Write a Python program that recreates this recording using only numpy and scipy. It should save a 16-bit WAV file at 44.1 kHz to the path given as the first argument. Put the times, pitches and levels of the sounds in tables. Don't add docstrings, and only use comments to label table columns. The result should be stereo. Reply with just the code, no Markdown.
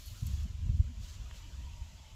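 import sys
import numpy as np
from scipy import signal
from scipy.fft import rfft, irfft
from scipy.io import wavfile
from scipy.ndimage import uniform_filter1d

SR = 44100
rng = np.random.default_rng(int(sys.argv[2]) if len(sys.argv) > 2 else 0)


def digitize_waveform(pressure):
    field = np.atleast_2d(pressure).T
    bounded = np.clip(field, -1, 1)
    quanta = np.round(bounded * 32767).astype(np.int16)
    wavfile.write(sys.argv[1], SR, quanta)


N = 94815
TIME_S = np.arange(N) / SR
FREQ_HZ = np.fft.rfftfreq(N, 1 / SR)


def amp(db):
    return 10 ** (np.asarray(db) / 20)


def unit_rms(x):
    return x / np.sqrt(np.mean(x ** 2) + 1e-20)


def over_freq(table):
    hz, value = np.transpose(table)
    return np.interp(np.log(FREQ_HZ + 1), np.log(hz + 1), value)


def over_time(table):
    times_s, *columns = np.transpose(table)
    return np.array([np.interp(TIME_S, times_s, column) for column in columns])


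def pan(pan_db):
    return amp(np.array([[.5], [-.5]]) * pan_db)


def colour(x, gain_db):
    return unit_rms(irfft(rfft(x) * amp(gain_db), N))


def band_db(centre_hz, width_hz, power=2):
    return -20 * np.log10(1 + (2 * (FREQ_HZ - centre_hz) / width_hz) ** power)


def noise_spectra(correlation):
    left, other = rfft(rng.standard_normal((2, N)))
    return np.array([left, correlation * left + np.sqrt(1 - correlation ** 2) * other])


def patchy(x, depth_db, corner_hz=6240):
    hz, _, frames = signal.stft(x, SR, nperseg=1024, noverlap=768)
    patches = rng.standard_normal(frames.shape[:0:-1])
    patches = uniform_filter1d(patches, size=9, axis=0)
    patches = unit_rms(uniform_filter1d(patches, size=3, axis=1)).T
    frames = frames * amp(depth_db * patches / (1 + (hz[:, None] / corner_hz) ** 2))
    return unit_rms(signal.istft(frames, SR, nperseg=1024, noverlap=768)[1][:, :N])


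# (frequency [Hz], pan [dB])
PORT_BALANCE = [(100, -1), (1100, 0.5), (2200, -2), (3000, -1.5), (4200, -5.5), (7000, -5.5), (8100, 3.5),
                (9500, -6), (15000, -9)]
def at_ports(spectra, gain_db):
    return colour(irfft(spectra * pan(over_freq(PORT_BALANCE)), N), gain_db)


# (frequency [Hz], relative density [dB])
HISS_SPECTRUM = [(100, 15.5), (300, -2.5), (480, -7), (620, -1), (760, -4.5), (1050, -3), (1550, -5),
                 (2300, -3), (3000, 1), (3800, -3.5), (5500, -5), (7200, -2.5), (8000, -9), (8900, -21.5),
                 (9800, -17.5), (12000, -17), (15500, -24)]
# (time [s], level [dB])
HISS_ENVELOPE = [(0, -56.5), (.42, -54), (.55, -56), (.92, -56.5), (1.25, -53.5), (1.45, -53.5),
                 (2.15, -55.5)]
# (frequency [Hz], correlation [-1..1])
HISS_CORRELATION = [(100, 0.53), (600, 0.64), (900, -0.15), (1200, 0.1), (1700, -0.083), (2500, 0.0078),
                    (4000, 0.12), (15000, -0.082)]
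def leaf_hiss():
    hiss = at_ports(noise_spectra(over_freq(HISS_CORRELATION)), over_freq(HISS_SPECTRUM))
    return amp(over_time(HISS_ENVELOPE)) * patchy(hiss, depth_db=3.5)


# (time [s], centre [Hz], level [dB])
WHINE_TRACK = [(0, 994, -78), (.6, 1009, -78.5), (.95, 949, -76.5), (1.15, 998, -79.5), (1.42, 930, -67.5),
               (1.56, 959, -71.5), (1.66, 969, -66.5), (1.84, 926, -68.5), (1.93, 917, -75),
               (2.05, 890, -65.5), (2.15, 870, -77)]
def far_whine(width_hz=80, correlation=0.38):
    centre_hz, level_db = over_time(WHINE_TRACK)
    band = amp(band_db(0, width_hz))
    in_phase = irfft(noise_spectra(correlation) * band, N)
    quadrature = irfft(noise_spectra(correlation) * band, N)
    carrier = np.exp(2j * np.pi * np.cumsum(centre_hz) / SR)
    return amp(level_db) * unit_rms(((in_phase + 1j * quadrature) * carrier).real)


def friction_swells(table):
    out = np.zeros((2, N))
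    for peak_s, length_s, level_db, centre_hz, width_hz, pan_db in table:
        ring = colour(irfft(noise_spectra(.5), N), band_db(centre_hz, width_hz, power=4))
        envelope = np.exp(-2 * ((TIME_S - peak_s) / length_s) ** 2)
        out += pan(pan_db) * amp(level_db) * ring * envelope
    return out


# (time [s], length [s], level [dB], centre [Hz], width [Hz], pan [dB])
HAND_BRUSHES = [(.232, 0.022, -53, 221, 70, -19), (.305, 0.055, -57.5, 180, 108, -19),
                (.455, 0.026, -53.5, 201, 70, -21.5), (.72, 0.042, -53, 160, 110, 0),
                (.915, 0.0515, -53, 234, 50, 3.5), (.975, 0.054, -61.5, 210, 80, -2)]
def hand_brushes():
    return friction_swells(HAND_BRUSHES)


# (time [s], level [dB], pan [dB])
TAP_HITS = [(1.3121, -42.5, 14)]
# (frequency [Hz], gain [dB], decay [s])
TAP_RESONANCES = [(1180, -16, 0.0029), (1860, -3.5, 0.00083), (2760, -7, .0007), (3110, -18.5, 0.014)]
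def dull_tap():
    out = np.zeros((2, N))
    for start_s, level_db, pan_db in TAP_HITS:
        age_s = np.maximum(TIME_S - start_s, 0)
        for hz, gain_db, decay_s in TAP_RESONANCES:
            ring = np.sin(2 * np.pi * hz * age_s) * np.exp(-age_s / decay_s)
            out += pan(pan_db) * amp(level_db + gain_db) * ring
    return out


# (time [s], length [s], level [dB], centre [Hz], width [Hz], pan [dB])
BLADE_SQUEAKS = [(.08, 0.067, -64, 4310, 250, -11), (.10, 0.031, -62, 2970, 200, 0),
                 (.18, 0.038, -65, 1340, 250, -8), (.39, 0.038, -61, 3410, 304, 5),
                 (1.345, 0.039, -63.5, 3080, 300, -3), (1.45, 0.036, -63, 2980, 90, -3),
                 (1.727, 0.022, -62, 3080, 130, -8), (1.995, 0.037, -67.5, 3380, 100, -2),
                 (2.1, 0.068, -72, 3020, 88.8, 1)]
def blade_squeaks():
    return friction_swells(BLADE_SQUEAKS)


# (time [s], level [dB], centre [Hz], width [Hz], decay [s], pan [dB])
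BLADE_SNAPS = [(0.0596, -54.5, 11900, 1500, 0.0058, -21.5), (0.079, -58, 4400, 1500, 0.0057, -15),
               (.074, -63, 12000, 1500, 0.024, -22), (0.267, -47.5, 13400, 4000, 0.0029, -18),
               (0.2675, -47.5, 7080, 3000, .007, -7.5), (.374, -55, 2300, 1800, 0.0023, -6),
               (0.432, -57, 8000, 9000, 0.004, 3), (.772, -68, 7500, 8000, .007, -9)]
def blade_snaps():
    out = np.zeros((2, N))
    for start_s, level_db, centre_hz, width_hz, decay_s, pan_db in BLADE_SNAPS:
        crackle = colour(rng.standard_normal((2, N)), band_db(centre_hz, width_hz))
        envelope = (TIME_S >= start_s) * np.exp(-abs(TIME_S - start_s) / decay_s)
        out += pan(pan_db) * amp(level_db) * crackle * envelope
    return out


# (delay [s], gain [dB])
REFLECTIONS = [(.0023, -28), (.0041, -17), (.0093, -8.5)]
def wall_and_ground(x):
    out = x.copy()
    for delay_s, gain_db in REFLECTIONS:
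        out += amp(gain_db) * np.pad(x, ((0, 0), (round(delay_s * SR), 0)))[:, :N]
    return out


# (start [s], length [s], level [dB], pan [dB], dryness [dB], attack [s], release [s])
BLADE_STROKES = [(-.03, 0.22, -56.5, -3, 5, 0.027, 0.072), (0.132, 0.25, -57, -3.5, 3, 0.033, 0.12),
                 (.25, 0.26, -58.5, -2.5, 1.5, 0.038, 0.13), (0.986, .21, -56, 0.5, -1, 0.048, 0.064),
                 (1.318, .11, -56.5, -1, -1, 0.038, 0.066)]
# (frequency [Hz], relative density [dB])
BLADE_SPECTRUM = [(200, -20), (700, -11.5), (1300, -7.5), (2300, -7), (3300, 0.5), (4400, 1), (5500, -0.5),
                  (7200, 1), (8100, -4.5), (8900, -14.5), (10000, -12), (12000, -12.5), (15500, -15.5)]
def sliding_blades(catches_per_s=3000, catch_share=0.31, flutter_db=1.26, flutter_hz=30, dry_hz=8300):
    out = np.zeros((2, N))
    treble = 1 - 1 / (1 + (FREQ_HZ / dry_hz) ** 20)
    for start_s, length_s, level_db, pan_db, dry_db, attack_s, release_s in BLADE_STROKES:
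        sizes = amp(2 * np.minimum(rng.exponential(1, N), 4))
        catches = rng.standard_normal((2, N)) * sizes * (rng.random(N) < catches_per_s / SR)
        friction = np.sqrt(catch_share) * rfft(unit_rms(catches))
        friction += np.sqrt(1 - catch_share) * noise_spectra(0)
        flutter = colour(rng.standard_normal(N), band_db(0, 2 * flutter_hz))
        rise = np.clip((TIME_S - start_s) / attack_s, 0, 1)
        fall = np.clip((start_s + length_s - TIME_S) / release_s, 0, 1)
        shelf_db = dry_db * treble
        friction *= pan(-.5 * shelf_db)
        rub = patchy(at_ports(friction, over_freq(BLADE_SPECTRUM) + shelf_db), depth_db=2.5)
        out += pan(pan_db) * rise * fall * amp(level_db + flutter_db * flutter) * rub
    return out


# (time [s], level [dB], pitch [Hz], pan [dB])
PORT_BUMPS = [(0.2313, -31.5, 101, -25.5), (0.342, -40, 62, -33), (0.698, -21.5, 94.4, 2),
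              (.752, -28, 69.5, 0), (.804, -20, 78, 3), (1.818, -38.5, 61, 18.5)]
def port_bumps(sigma_cycles=0.46):
    out = np.zeros((2, N))
    for centre_s, level_db, hz, pan_db in PORT_BUMPS:
        cycles = (TIME_S - centre_s) * hz
        envelope = np.exp(-.5 * (cycles / sigma_cycles) ** 2)
        out += pan(pan_db) * amp(level_db) * np.sin(2 * np.pi * cycles) * envelope
    return out


# (time [s], left level [dB], right level [dB])
GUSTS = [(0, -48.5, -53), (.12, -40.5, -40.5), (.205, -48, -50), (.255, -43, -31), (.34, -38, -34.5),
         (.43, -35, -37), (.57, -40.5, -41), (.68, -30.5, -32.5), (.82, -33, -33), (.94, -43.5, -45.5),
         (1.01, -37.5, -35.5), (1.08, -48, -43.5), (1.21, -50, -37.5), (1.46, -44.5, -46.5),
         (1.63, -45, -39), (1.86, -49, -42), (1.98, -50, -52), (2.15, -49.5, -48.5)]
# (frequency [Hz], relative density [dB])
EDDY_SPECTRUM = [(10, -18), (25, -5), (42, 5.5), (75, 6), (105, -6), (150, -16), (240, -28), (330, -45),
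                 (500, -52.5), (1200, -112)]
def wind_buffeting(correlation=0.084, steadiness=0.66, knee_hz=89, brighten_db_per_db=0.85):
    level_db = over_time(GUSTS)
    eddies = colour(irfft(noise_spectra(correlation), N), over_freq(EDDY_SPECTRUM))
    local_power = uniform_filter1d(eddies ** 2, size=3000, axis=1) + 1e-6
    eddies = unit_rms(eddies / local_power ** (steadiness / 2))
    small_eddies = irfft(rfft(eddies) * (1 - 1 / (1 + (FREQ_HZ / knee_hz) ** 4)), N)
    large_eddies = eddies - small_eddies
    brightening = amp(brighten_db_per_db * (level_db - level_db.mean()))
    return amp(level_db) * (large_eddies + small_eddies * brightening)


def scene():
    return (wind_buffeting() + port_bumps() + hand_brushes() + leaf_hiss()
            + wall_and_ground(sliding_blades()) + blade_snaps() + blade_squeaks()
            + dull_tap() + far_whine())


def record(dry):
    cutoff_hz = 15600
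    lowpass = signal.firwin(511, cutoff_hz, window=("kaiser", 9), fs=SR)
    return signal.oaconvolve(dry, lowpass[None], "same")


dry = scene()
out = record(dry)
digitize_waveform(out)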